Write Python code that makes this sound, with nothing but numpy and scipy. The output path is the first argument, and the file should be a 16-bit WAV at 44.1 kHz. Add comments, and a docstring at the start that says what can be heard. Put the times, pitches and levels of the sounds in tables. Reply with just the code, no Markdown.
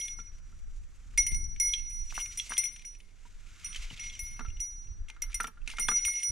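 """Outdoors among rocks, a small brass bell swings in someone's hands.
The clapper rings five split partials, each a pair of beating sines, and fingers choke some blows.
A wooden frame knocks with a pop and ringing modes, small hard things clack as short tones with scratch,
and soft low thumps are decaying sines. Cloth rustles in jerks of filtered noise, the rocks return a short
tail, wind rumbles and puffs on the two microphone ports, and a far hiss lies under it all."""
import sys
import numpy as np
from scipy import signal
from scipy.fft import rfft, irfft
from scipy.io import wavfile
from scipy.ndimage import uniform_filter1d

SR = 44100
rng = np.random.default_rng(int(sys.argv[2]) if len(sys.argv) > 2 else 0)


def int16_out(signal):
    """Quantize to a 16-bit WAV file."""
    q = np.round(np.clip(np.atleast_2d(signal).T, -1, 1) * 32767)
    wavfile.write(sys.argv[1], SR, q.astype(np.int16))


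N = 278271  # length [samples]

# cloth movement: (time [s], level [dB], level of its treble [dB], level of the duller rub under it [dB])
RUSTLE = [(0.0, -59, -58.5, -78), (0.24, -76, -75.5, -74), (0.77, -79, -73, -78), (1.12, -71.5, -69.5, -74),
          (1.56, -75.5, -82, -81), (1.76, -59.5, -94, -80), (1.98, -72, -75, -95), (2.16, -75, -60, -66),
          (2.32, -65, -61.5, -69.5), (2.48, -56, -53, -72), (2.58, -58, -68, -64),
          (2.92, -72.5, -81, -92.5), (3.23, -75.5, -73, -77), (3.64, -59.5, -62.5, -64.5),
          (3.81, -53.5, -58.5, -63.5), (4.04, -55, -62.5, -69.5), (4.24, -62.5, -64, -76),
          (4.44, -71, -82, -71), (4.66, -76, -77.5, -80), (4.94, -78.5, -80.5, -79),
          (5.29, -72, -79.5, -68), (5.71, -80, -82, -73), (5.87, -63, -66, -67), (5.99, -56.5, -71, -62.5),
          (6.13, -59.5, -63, -79), (6.31, -63, -64, -66)]


def undb(db):
    """Turn decibels into gain."""
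    return 10 ** (np.asarray(db) / 20)


def unit(x):
    """Scale to an RMS of 1, over all channels together."""
    return x / np.sqrt(np.mean(x ** 2))


def sides(pan_db):
    """Left and right gains from a left minus right difference [dB]."""
    return undb(np.array([pan_db, -pan_db]) / 2)


def curves(table):
    """Draw each column of a table as a line over the whole scene."""
    s, *columns = np.transpose(table)
    return [np.interp(np.arange(N) / SR, s, column) for column in columns]


def colour(x, points):
    """Shape the spectrum by (frequency [Hz], gain [dB]) points."""
    hz, db = np.transpose(points)
    f = np.arange(x.shape[-1] // 2 + 1) * SR / x.shape[-1] + 1
    gain = undb(np.interp(np.log(f), np.log(hz), db))
    return irfft(rfft(x) * gain, x.shape[-1])


def fade(t, t60):
    """Exponential decay by 60 dB in t60 seconds, never under 3 ms."""
    return undb(-60 * t / np.maximum(t60, .003))


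def walk(rate):
    """Random levels, rate of them per second, joined by straight ramps; RMS near 1."""
    k = int(SR / rate)
    steps = np.repeat(rng.standard_normal(N // k + 1), k)
    return unit(uniform_filter1d(steps, k)[:N])


def add(out, s, sound, pan_db):
    """Mix a short sound in at time s."""
    i = max(int(s * SR), 0)
    sound = sound[:N - i]
    out[:, i:i + len(sound)] += sides(pan_db)[:, None] * sound


def bell():
    """Each blow stills the old ring and starts beating twins, whose mix shifts as the bell spins."""
    # clapper blows: (time [s], finger damping [dB/s, sign ignored], spin of the bell [turns/s],
    # then level [dB] and lean [turns] for each of the four lower pairs, left minus right [dB])
    # the lean is where the blow falls on the rim: 0 rings the lower twin alone, +-.25 the upper one
    strikes = [(0.0, -5, 0.13, -46.5, 0.23, -35.5, -0.22, -46.2, 0.22, -49.5, -0.34, 0),
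               (1.176, 391, -0.89, -19.5, -0.19, -10, -0.13, -19, -0.17, -33.5, 0.085, 0),
               (1.265, 122, -0.052, -37, 0.13, -28.5, 0.17, -33.6, 0.022, -40, -0.35, 1.0),
               (1.344, 80.0, 0.1, -44.5, 0.213, -33.5, 0.18, -40, -0.21, -49.5, 0.15, 1.5),
               (1.44, 68, 0.022, -58, 0.225, -37, 0.16, -54.5, 0.16, -67, 0.28, 1.4),
               (1.599, -3, -0.15, -37, -0.17, -24.5, 0.064, -32.5, 0.0051, -35, 0.238, 1),
               (1.895, 2, -0.23, -62.5, -0.076, -37.5, 0.022, -50, 0.25, -53.5, 0.43, 1),
               (2.141, -2, -0.1, -51.5, 0.13, -38, -0.075, -48, -0.04, -55, -0.21, 4),
               (2.197, 61, -0.13, -47, -0.27, -33, -0.17, -42.5, -0.18, -46, -0.24, 1.5),
               (2.373, 400.0, 0.27, -47, 0.02, -25.5, -0.064, -35, -0.025, -39.5, -0.15, 1),
               (2.494, 80.0, -0.49, -44.5, 0.077, -36, -0.162, -40.5, 0.11, -51.0, 0.05, 0),
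               (2.578, 400.0, -0.66, -33.5, 0.036, -17.3, -0.17, -19, -0.18, -33, 0.047, 1.5),
               (2.638, 265, -0.052, -38.5, -0.14, -24, -0.21, -33, -0.21, -40.5, -0.037, 3.5),
               (2.721, 80.0, -0.26, -57, 0.13, -46, -0.21, -53.5, -0.21, -58, -0.187, 3.5),
               (2.85, 186, 0.14, -65, 0.188, -35.5, -0.047, -48.5, -0.063, -60, 0.0024, 1),
               (2.984, 1, -0.11, -75, -0.25, -76.5, -0.32, -72.5, 0.054, -75, -0.025, 7.5),
               (3.645, 41, 0.18, -53, -0.36, -40, 0.14, -42, -0.28, -56, 0.225, -1.4),
               (3.996, 28, 0.3, -43.5, 0.17, -37.5, -0.0011, -52.5, 0.078, -61.5, 0.013, 1.7),
               (4.192, 20, 0.13, -39, -0.25, -33, 0.14, -43.5, -0.25, -38, -0.25, 1.5),
               (4.602, 50, -0.016, -55.5, -0.22, -31.5, -0.24, -44.5, -0.23, -45.5, -0.01, -1),
               (5.085, 261, 0.086, -49.5, 0.087, -52.5, -0.3, -62, 0.1, -77, 0.0, -0.5),
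               (5.22, 904.5, 0.33, -31, -0.43, -23, -0.39, -31.5, -0.187, -32, 0.077, -0.1),
               (5.343, 598, -0.29, -35.5, 0.0, -23.5, -0.0039, -26.5, 0.033, -37.5, -0.14, 0),
               (5.403, 900.0, -0.0, -50, 0.025, -22, -0.17, -30, 0.058, -45, -0.125, -2.1),
               (5.43, 900.0, 0.45, -58, 0.1, -33, -0.26, -35.5, 0.19, -45, 0.041, -2.5),
               (5.469, 902, -0.0, -57, -0.22, -42, 0.13, -43, 0.23, -44.5, -0.16, 2),
               (5.676, -1.5, -0.0, -49, -0.015, -56.5, 0.028, -54, -0.25, -74, 0.2, -0.5),
               (5.765, 55.0, -0.0, -43, 0.22, -51, -0.3, -56.5, -0.043, -80, 0.125, -1.0),
               (5.796, 40, -0.16, -37, -0.11, -27.5, -0.093, -28, 0.025, -36.5, -0.2, -1.5),
               (5.886, 6, -0.25, -37.5, -0.12, -22.5, -0.25, -32.5, -0.031, -44.5, -0.22, -0.5),
               (6.051, 10.0, -0.12, -32, 0.22, -23.5, -0.061, -27, -0.2, -35.5, -0.28, -0.5),
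               (6.231, 13, 0.016, -45, 0.2, -26, -0.011, -32.5, 0.038, -46, 0.027, -1.5)]
    # split partials: (lower twin [Hz], upper twin [Hz], t60 [s], waves round the rim, extra left minus right [dB])
    twin_modes = [(2105.5, 2149.5, .9, 2, 0.5), (5827, 5839.5, 1.6, 3, 0), (9275, 9293.5, .6, 4, 4),
                  (10518, 10555, .52, 5, 6), (13440, 13480, .42, 5, 5)]
    # weak single partials: (frequency [Hz], level against the top pair's drive [dB], t60 [s])
    single_modes = [(7180, -12, .1), (7510, -10, .1), (11550, -14, .1), (12050, -12, .12),
                    (12210, -12, .15), (12310, -7, .2), (12480, -6, .12), (12620, -12, .1), (14090, -4, .3),
                    (14708, -3, .45), (14725, -7, .35)]
    # clapper contact: (frequency [Hz], gain [dB])
    tick_colour = [(1300, -17), (2200, -3), (4000, -9.5), (7000, 3.5), (11000, -8), (13000, -20),
                   (15500, -44)]
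    # loose ring and chain: (frequency [Hz], gain [dB])
    jangle_colour = [(1500, -24.5), (2500, 1.5), (4500, -9.5), (7500, -6.5), (10000, -25), (12300, 8.5),
                     (13500, -30), (15500, -40)]
    # the mouth of the swinging bell turns to the microphone and away: (time [s], level [dB])
    mouth = [(0.05, 1.5), (.15, -0.5), (.27, -3), (.4, -15), (1.3, 1.5), (1.47, -1), (1.56, 0), (1.62, 0.5),
             (1.67, 1.5), (1.75, -2), (1.85, -6.5), (1.97, 3), (2.1, -1.5), (2.25, 1), (2.33, 1),
             (2.5, 0.5), (3.7, 0.5), (3.85, -7.5), (4.08, 2), (4.27, -6.5), (4.42, -2.5), (4.56, 2.5),
             (4.72, -1.5), (4.9, 3.5), (5.1, -2), (5.8, -2), (5.9, -2), (5.96, 0), (6.03, -3), (6.11, -3),
             (6.2, -2), (6.3, -0.5)]
    # unsteadiness of each pair, more for finer lobes: (one RMS level per pair [dB])
    flicker = (1, 1, 1.5, 2, 2.2)
    tick_db, tick_t60_s, jangle_db, jangle_t60_s = 11, 0.028, 6.5, 0.11
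    waver = 0.00064  # RMS share by which the swing bends the pitch
    free_db = -31  # part of the ring that the fingers do not reach
    rise_s, choked_rise_s = 0.0011, 0.0016  # a free blow; added for each 500 dB per s of finger damping
    top_share, top_pair_db = 0.82, -13  # top pair: share that follows the fourth, the rest the third; offset

    out = np.zeros((2, N))
    swell_db = curves(mouth)[0]
    facing = undb([swell_db + db * walk(22) for db in flicker])
    bend = np.cumsum(waver * walk(5.5)) / SR
    ends = [row[0] for row in strikes[1:]] + [N / SR]
    for (s, grip_db, spin, *pairs, pan_db), end in zip(strikes, ends):
        t = np.arange(int((end - s + .002) * SR)) / SR  # rings on 2 ms into the next blow
        now = np.clip(int(s * SR) + np.arange(len(t)), 0, N - 1)
        turns = 2 * np.pi * (t + bend[now] - bend[now[0]])  # radians per Hz
        grip = undb(-abs(grip_db) * t) + undb(free_db)
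        rise = np.clip(t / (rise_s + choked_rise_s * abs(grip_db) / 500), 0, 1)
        window = grip * rise * np.clip((t[-1] - t) / 0.005, 0, 1)

        # the top pair takes its level from the third and fourth, its lean from the fourth
        top_db = top_share * pairs[6] + (1 - top_share) * pairs[4] + top_pair_db
        pairs = pairs + [top_db, pairs[-1]]
        for (low, high, t60, waves, left_db), db, place, lobe in zip(twin_modes, pairs[::2], pairs[1::2], facing):
            lean = 2 * np.pi * (place + waves * spin * t)
            twins = np.cos(lean) * np.sin(low * turns) + np.sin(lean) * np.sin(high * turns)
            add(out, s, undb(db) * twins * fade(t, t60) * window * lobe[now], pan_db + left_db)

        hard = undb(top_db)  # the harder the blow, the stronger the top of the bell
        singles = sum(undb(db) * np.sin(hz * turns) * fade(t, t60) for hz, db, t60 in single_modes)
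        add(out, s, hard * singles * window * facing[-1][now], pan_db + 3)

        # a tick and a short jangle mark the contact, except for the ring at time 0
        t = np.arange(8192) / SR
        tick = unit(colour(rng.standard_normal(len(t)), tick_colour))
        jangle = unit(colour(rng.standard_normal(len(t)), jangle_colour))
        contact = undb(tick_db) * tick * fade(t, tick_t60_s)
        contact = contact + undb(jangle_db) * jangle * fade(t, jangle_t60_s)
        add(out, s, undb((pairs[4] + pairs[6]) / 2 - 16.0) * contact * (s > 0), pan_db)
    return out


def frame():
    """A round pop, then the wooden modes ring in a mix of their own for each knock."""
    # knocks: (time [s], level [dB], brightness [dB per octave of mode pitch], hollow tone [dB], hollow tone [Hz])
    knocks = [(0.187, -45, -3.5, 9, 1385), (0.525, -59.5, 3, 6, 1390), (1.138, -52, 10, -7, 1480),
              (2.124, -36, 0.5, -25, 1370), (2.178, -22, 1, -25, 1420), (2.505, -36, -1.5, 3, 1360),
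              (2.52, -23.5, 4.5, -10, 1364), (3.252, -55.5, -4, 10.5, 958), (3.756, -39, 14, -6, 1330),
              (3.909, -43.5, -6, -12, 1310), (4.393, -34.5, -0.5, -0.5, 1464), (4.406, -35, -2, 4, 1390),
              (4.448, -43, 1, 11, 1343), (5.097, -46, 1, -3, 874), (5.164, -45.5, 4.5, 1.5, 1406),
              (5.239, -44.5, 3, -6, 1270), (5.298, -49, 13, 4, 1360), (5.401, -20.5, 4.5, 4.5, 1392),
              (5.442, -28.5, 0.5, 5.5, 1376), (5.478, -39.5, -2, 5.5, 1350), (5.572, -51.5, 3.5, 8.5, 1410),
              (5.674, -49, -4, 9, 1450), (5.694, -40, 6.5, 0, 1344), (5.736, -39, 2.5, -7, 875),
              (5.784, -27.5, 5, 1, 1417), (5.793, -34.5, -1.5, -4, 1390), (5.886, -16.5, 2.5, -4.5, 1210),
              (5.914, -27, 0.5, 3, 1383), (6.049, -43, 9, -4.5, 1414), (6.08, -38.5, 2, -1.5, 1420)]
    # wooden modes before each knock's variation: (frequency [Hz], level [dB], t60 as a share of the knock's)
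    modes = [(183.8, -9.5, 2.4), (238.4, -6, 1.32), (445, -10, 1.47), (705, -22, 0.92),
             (882.6, -13.5, 1.95), (1143, 1, 0.47), (1238, -4.5, 1.2), (1540, 15, 0.11),
             (1836, -46.5, 0.26), (2670, -39.5, .3), (3500, -13.5, 0.33)]
    knock_t60_s, hollow_longer = 0.047, 0.03  # base decay; share by which each dB of hollow tone lengthens it
    ring_db, knock_pan_db = -4, 0  # ring against the first pop; left minus right

    out, t = np.zeros((2, N)), np.arange(8192) / SR
    hz, db, share = np.transpose(modes)[:, :, None]
    chance = rng.standard_normal((len(knocks), len(modes), 2))
    for (s, peak_db, bright_db, hollow_db, hollow_hz), c in zip(knocks, chance):
        t60 = knock_t60_s * (1 + hollow_longer * hollow_db)
        pop_hz = 1200 * undb(.3 * bright_db)
        pop = np.sin(2 * np.pi * pop_hz * (t - .0012)) * np.exp(-((t - .0012) / .0006) ** 2)

        # brightness tilts the modes about 1.2 kHz; chance shifts their levels and pitches
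        gains = undb(db + bright_db * np.log2(hz / 1200) + 0.69 * c[:, :1])
        tones = np.sin(2 * np.pi * hz * (1 + 0.019 * c[:, 1:]) * t)
        ring = (gains * tones * fade(t, t60 * share)).sum(axis=0)
        hollow = np.sin(2 * np.pi * hollow_hz * t) * np.exp(-(t / (0.25 * t60)) ** 2)
        ring = ring + undb(hollow_db) * hollow
        tail = colour(rng.standard_normal(len(t)),
                      [(300, -40.5), (800, -8.5), (1600, 2.5), (4000, -12), (12000, -34)])
        ring = ring / 2 + undb(-2.5) * unit(tail) * fade(t, 0.7 * t60)
        knock = pop + undb(ring_db) * ring * np.clip(t / 0.0034, 0, 1)
        add(out, s, undb(peak_db) * knock, knock_pan_db)
    return out


def clacks():
    """A tone with two neighbours and a scratch holds while the pieces chatter, then drops to a faint tail."""
    # small hard clacks: (time [s], level [dB], pitch [Hz], scratch against the tone [dB])
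    hits = [(0.012, -35.5, 3260, -12), (.081, -37, 3440, -6.5), (.199, -53.5, 3500, 0),
            (.2714, -57.5, 2420, -11), (1.175, -33, 2440, -4), (1.271, -45, 2730, 2),
            (1.317, -48, 2390, 1.5), (1.34, -55, 2600, 5.5), (1.561, -47.5, 2270, -5),
            (1.682, -56, 2330, -9), (1.6906, -48, 3280, -9), (1.726, -61, 3300, -18),
            (1.7354, -20, 3310, -14), (1.744, -33, 3200, -12), (1.7743, -58, 3260, -3),
            (1.781, -49, 2690, -6), (1.794, -50, 3250, 1), (1.9055, -55, 2370, -3), (2.105, -56, 2460, 1),
            (2.1505, -41.5, 2670, 1), (2.1645, -41.5, 2690, 1), (2.193, -48, 2900, 4),
            (2.2004, -44.5, 2750, 2), (2.21, -43, 2920, -1), (2.258, -47.5, 2470, 4),
            (2.324, -50.5, 4270, -7), (2.375, -45.5, 2350, -9), (2.389, -39, 3300, -7),
            (2.3967, -25, 3347, -9.5), (2.5094, -44, 2650, 0), (2.5341, -38, 3110, -1),
            (2.5676, -33, 3330, -6), (2.6346, -37.5, 2220, -7), (2.654, -44, 3380, -1),
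            (2.761, -50.5, 2360, 6.5), (2.793, -51, 2450, -0.5), (2.82, -53.5, 2410, 3.5),
            (2.8465, -46, 2160, -7), (2.949, -53.5, 2470, 0.5), (3.002, -57, 3010, 4.5),
            (3.6417, -50.5, 2344, -2), (3.659, -52, 2810, 7), (3.7276, -44, 3250, -4),
            (3.7456, -46, 3070, 6), (3.7593, -34, 3080, -1), (3.901, -39, 2950, -13),
            (3.974, -48, 3420, -2), (3.9938, -41.5, 2770, -5), (4.0113, -45, 3400, -9),
            (4.047, -56, 2400, 1), (4.098, -41, 3330, -8), (4.106, -49, 3500, -4),
            (4.1364, -43.5, 3210, -7), (4.151, -44.5, 2950, -1), (4.3926, -43, 2620, -4.5),
            (4.461, -50.5, 2740, -8), (4.483, -49, 2450, -8.5), (4.501, -49, 2780, -8),
            (4.569, -50, 2920, -8.5), (4.5956, -52, 2811, 1.5), (4.87, -63, 2720, -0.5),
            (5.084, -51, 2730, 1), (5.099, -47.5, 2480, 4), (5.3176, -55, 2980, 5), (5.329, -49, 2300, 1),
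            (5.442, -41.5, 2880, 1.5), (5.469, -48, 2370, 0), (5.616, -55, 2670, -11.5),
            (5.675, -40.5, 2410, 7), (5.6999, -40.5, 2830, 2.5), (5.713, -41.5, 2310, -0.5),
            (5.769, -45, 2950, 3), (5.7838, -38.5, 2350, 3), (5.826, -43, 2830, -10),
            (5.883, -26.5, 3430, -3.5), (5.959, -49, 2600, -4), (5.992, -45.5, 2740, -9),
            (6.048, -31.5, 2460, -1), (6.131, -53, 2320, 1), (6.153, -45, 2900, -5), (6.174, -54, 2370, -4),
            (6.1963, -53, 2720, -7), (6.2275, -42, 2940, 1)]
    hold_s, clack_pan_db = 0.0064, -.4
    patter_per_s, patter_db, patter_scratch_db = 9, 9, -3.5  # faint chance clacks; loudest level over the cloth

    out, t = np.zeros((2, N)), np.arange(4096) / SR
    when, size, pitch = rng.random((100, 3)).T
    when = np.cumsum(-np.log(1 - when)) / patter_per_s
    cloth_db = np.interp(when, *np.transpose(RUSTLE)[:2])
    chance = zip(when, cloth_db + patter_db - 8 * size, 2300 + 700 * pitch)
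    patter = [(*row, patter_scratch_db) for row in chance if row[0] < N / SR]
    for s, peak_db, hz, scratch_db in hits + patter:
        tone = np.sin(2 * np.pi * hz * t)
        tone = tone + 0.18 * np.sin(2 * np.pi * .75 * hz * t) + 0.25 * np.sin(2 * np.pi * 1.21 * hz * t)
        scratch = unit(colour(rng.standard_normal(len(t)),
                              [(1200, -29.5), (2500, 3.5), (4500, -12.5), (6500, -7), (9000, -16.0),
                               (11500, -23), (15500, -56.5)]))
        shape = np.exp(-(t / hold_s) ** 2) + 0.041 * fade(t, 0.079)
        shape = shape * np.clip(t / 0.0017, 0, 1)
        add(out, s, undb(peak_db) * (tone + undb(scratch_db) * scratch) * shape, clack_pan_db)
    return out


def thumps():
    """Padded blows: a few low cycles that die away after a brief rise."""
    # soft low thumps: (time [s], level [dB], pitch [Hz])
    blows = [(1.321, -34, 130), (3.906, -60, 136), (3.929, -39, 124), (4.229, -62, 101),
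             (4.398, -43.5, 222), (4.48, -41.5, 98.5), (5.03, -56, 137.5)]
    out, t = np.zeros((2, N)), np.arange(4096) / SR
    for s, peak_db, hz in blows:
        shape = fade(t, 0.058) * np.clip(t / 0.00069, 0, 1)
        add(out, s, undb(peak_db) * np.sin(2 * np.pi * hz * t) * shape, 0)
    return out


def cloth():
    """Fibres slip in dense uneven grains, with lone crackles, a duller rub and swishes; mostly from one place."""
    # colour of the grains: (frequency [Hz], relative level per Hz [dB])
    grain_colour = [(240, -66), (400, -14.5), (1260, -13.5), (1630, -14), (2120, 6.5), (3970, -1.5),
                    (6000, -7), (9650, -25.5), (14800, -35.5), (15500, -62.5)]
    # quick swishes: (time of the peak [s], level [dB], half length to 1/e [s])
    swishes = [(0.05, -75, 0.045), (1.213, -55.5, 0.032), (1.33, -64, .03), (2.107, -56, 0.0087),
               (2.18, -54, 0.057), (2.323, -55, 0.014), (2.468, -54, 0.015), (2.525, -52, 0.021),
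               (3.76, -51, 0.013), (3.933, -56.5, 0.023), (5.098, -55, .012), (5.32, -59, .015),
               (5.714, -53, 0.04), (6.155, -66, 0.013)]
    jerk_db, jerks_per_s = 1.5, 28  # the cloth moves in jerks

    db, treble_db, rub_db = curves(RUSTLE)
    grains = rng.standard_normal((2, N)) * undb(2.0 * walk(120) + jerk_db * walk(jerks_per_s))
    # about 250 crackles per second
    crackle = (rng.random(N) < 250 / SR) * rng.standard_normal(N) * undb(3 * rng.exponential(size=N))
    crackle = colour(crackle, [(1200, -66), (2300, -26.0), (3600, -5.0), (5500, -21.5), (11000, -71)])
    rub = colour(rng.standard_normal(N),
                 [(600, -45), (1150, -10), (1370, -4.5), (1700, -8), (3000, -37.5), (8000, -94)])

    mid, side = colour(grains, grain_colour)
    both = unit(mid) + 0.27 * unit(side) * np.array([[1], [-1]])
    treble = colour(both, [(4000, -30), (7000, 0)])
    swish = sum(undb(d) * np.exp(-((np.arange(N) / SR - s) / half) ** 2) for s, d, half in swishes)
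    broad = unit(colour(both, [(2000, -2.5), (4000, 0.5), (7000, 5.5), (11000, 12.0)]))
    body = undb(db) * (unit(both - treble) + 0.25 * unit(crackle))
    return swish * broad + body + undb(treble_db) * unit(treble) + undb(rub_db) * unit(rub)


def wind():
    """Eddies press on the ports, partly alike on both: a deep part and an upper part, both buffeted alike."""
    # gusts: (time [s], level [dB], upper part against that [dB], left minus right [dB])
    gusts = [(0.0, -55.5, -3, 11), (0.03, -47.5, -11, 1.5), (0.84, -37.5, -22, -3), (1.0, -47, -15.5, -2),
             (1.37, -31, -14, -1.5), (1.63, -38, -16.5, 3.5), (2.14, -41.5, -20.5, -10),
             (2.28, -45, -11.5, -1.5), (3.04, -53.5, -17.5, -6.5), (3.3, -49, -15, -2),
             (3.76, -51.5, -6.5, -8.0), (3.8, -39, -21, -7), (4.01, -49, -10.5, -2.5),
             (4.55, -39.5, -15.5, -5), (4.71, -46.5, -21, -10.5), (4.78, -44, -17.5, -3.5),
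             (5.01, -39.5, -15, -4), (5.11, -50.5, -21, -1), (5.36, -38.5, -17, -7.5),
             (5.5, -57, -12.5, -1), (5.68, -42.5, -22, -6), (5.87, -44.5, -10.5, -5.5),
             (6.26, -54.5, -14.5, -7), (6.31, -48, 7, -13)]
    buffet_db, buffet_per_s, veer_db = 1, 9, 3  # RMS level sway and its rate; RMS sway between the sides

    db, upper_db, pan_db = curves(gusts)
    shared, left, right = rng.standard_normal((3, N))
    ports = np.array([left, right]) + .95 * shared
    ports = ports * undb(1.8 * walk(14))  # buffets reach both parts at once
    deep = unit(colour(ports, [(10, -7.5), (26, 8.0), (45, -4.0), (70, -25.5), (120, -64.5), (300, -94),
                               (2000, -160)]))
    upper = unit(colour(ports, [(20, -63.0), (45, -16), (75, 4.0), (130, -8.5), (250, -19), (450, -34.5),
                                (900, -44), (3000, -140)]))
    level = undb(db + buffet_db * walk(buffet_per_s))
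    return level * sides(pan_db + veer_db * walk(8.9)) * (deep + undb(upper_db) * upper)


def puffs():
    """A single eddy hits the ports: one dip of pressure between two shoulders."""
    # eddies: (time of the dip [s], depth of the dip [dB], width [s], left minus right [dB])
    eddies = [(0.806, -35.5, 0.0068, 2), (1.205, -34, 0.0063, 14), (1.338, -28.5, 0.0067, 14),
              (1.385, -33, 0.0078, 13), (1.456, -29, 0.0067, 6), (1.698, -35, 0.0067, 12),
              (3.356, -46, 0.019, 14), (3.806, -34, .007, -0.5), (3.86, -36, 0.0077, -2),
              (4.235, -35, 0.0052, -6), (4.489, -29.5, 0.0051, -4), (4.571, -35, 0.0059, -4),
              (4.6, -36.5, 0.0047, -3), (4.917, -33, 0.0044, -3), (5.015, -32.5, 0.0051, -4.5),
              (5.28, -33.5, 0.0095, -10), (5.305, -33, 0.0088, -6), (5.358, -34, 0.0066, 0),
              (6.066, -39, 0.0045, -4.5), (6.295, -49, 0.0056, -5)]
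    out = np.zeros((2, N))
    for s, peak_db, width, pan_db in eddies:
        u = np.arange(-4 * width, 4 * width, 1 / SR) / width
        add(out, s - 4 * width, undb(peak_db) * (u ** 2 - 1) * np.exp(-u ** 2 / 2), pan_db)
    return out


def air():
    """Faint far hiss: wide coloured noise that swells slowly."""
    # colour of the hiss: (frequency [Hz], relative level per Hz [dB])
    hiss_colour = [(120, -52.5), (200, 3.5), (236, -12), (304, -5.5), (665, -13.5), (1110, -14.5),
                   (1980, -12.5), (2380, -24.5), (7220, -20.5), (15500, -45)]
    hiss_db = -71
    mid, side = colour(rng.standard_normal((2, N)), hiss_colour)
    return undb(hiss_db + 0.48 * walk(2)) * unit(mid + 0.81 * side * np.array([[1], [-1]]))


def rocks(near):
    """The rock faces return a short, dull, scattered tail: decaying noise convolved with the near sounds."""
    rock_db, rock_t60_s = -15.5, 0.13
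    t = np.arange(SR // 2) / SR
    echo = colour(rng.standard_normal((2, len(t))), [(1000, 2.0), (4000, -2), (14000, -10.0)])
    echo = echo * fade(t, rock_t60_s) * (t > .004)  # nothing returns in the first 4 ms
    echo = echo / np.sqrt(np.sum(echo ** 2) / 2)
    return undb(rock_db) * signal.fftconvolve(near, echo, axes=1)[:, :N]


def scene():
    """Near sounds and their return from the rocks, with cloth, wind and air."""
    near = bell() + frame() + clacks() + thumps()
    return near + rocks(near) + cloth() + wind() + puffs() + air()


def record(dry):
    """The left port trails the right by a phase that varies with frequency; the top is cut."""
    # phase by which the left port trails: (frequency [Hz], lag [radians])
    port_lag = [(30, 0), (300, .3), (800, .5), (2100, .4), (3300, .6), (5800, .4), (7500, .2), (10500, .3),
                (12400, 2.3), (13450, 5.9), (14090, 3.3), (14710, 4.7)]
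    top_hz = 15600
    hz, lag = np.transpose(port_lag)
    f = np.arange(N // 2 + 1) * SR / N + 1
    trail = np.exp(-1j * np.interp(np.log(f), np.log(hz), lag))
    left = irfft(rfft(dry[0]) * trail, N)
    low_pass = signal.ellip(8, .2, 60, top_hz, fs=SR, output="sos")
    return signal.sosfilt(low_pass, [left, dry[1]])


dry = scene()
out = record(dry)
int16_out(out)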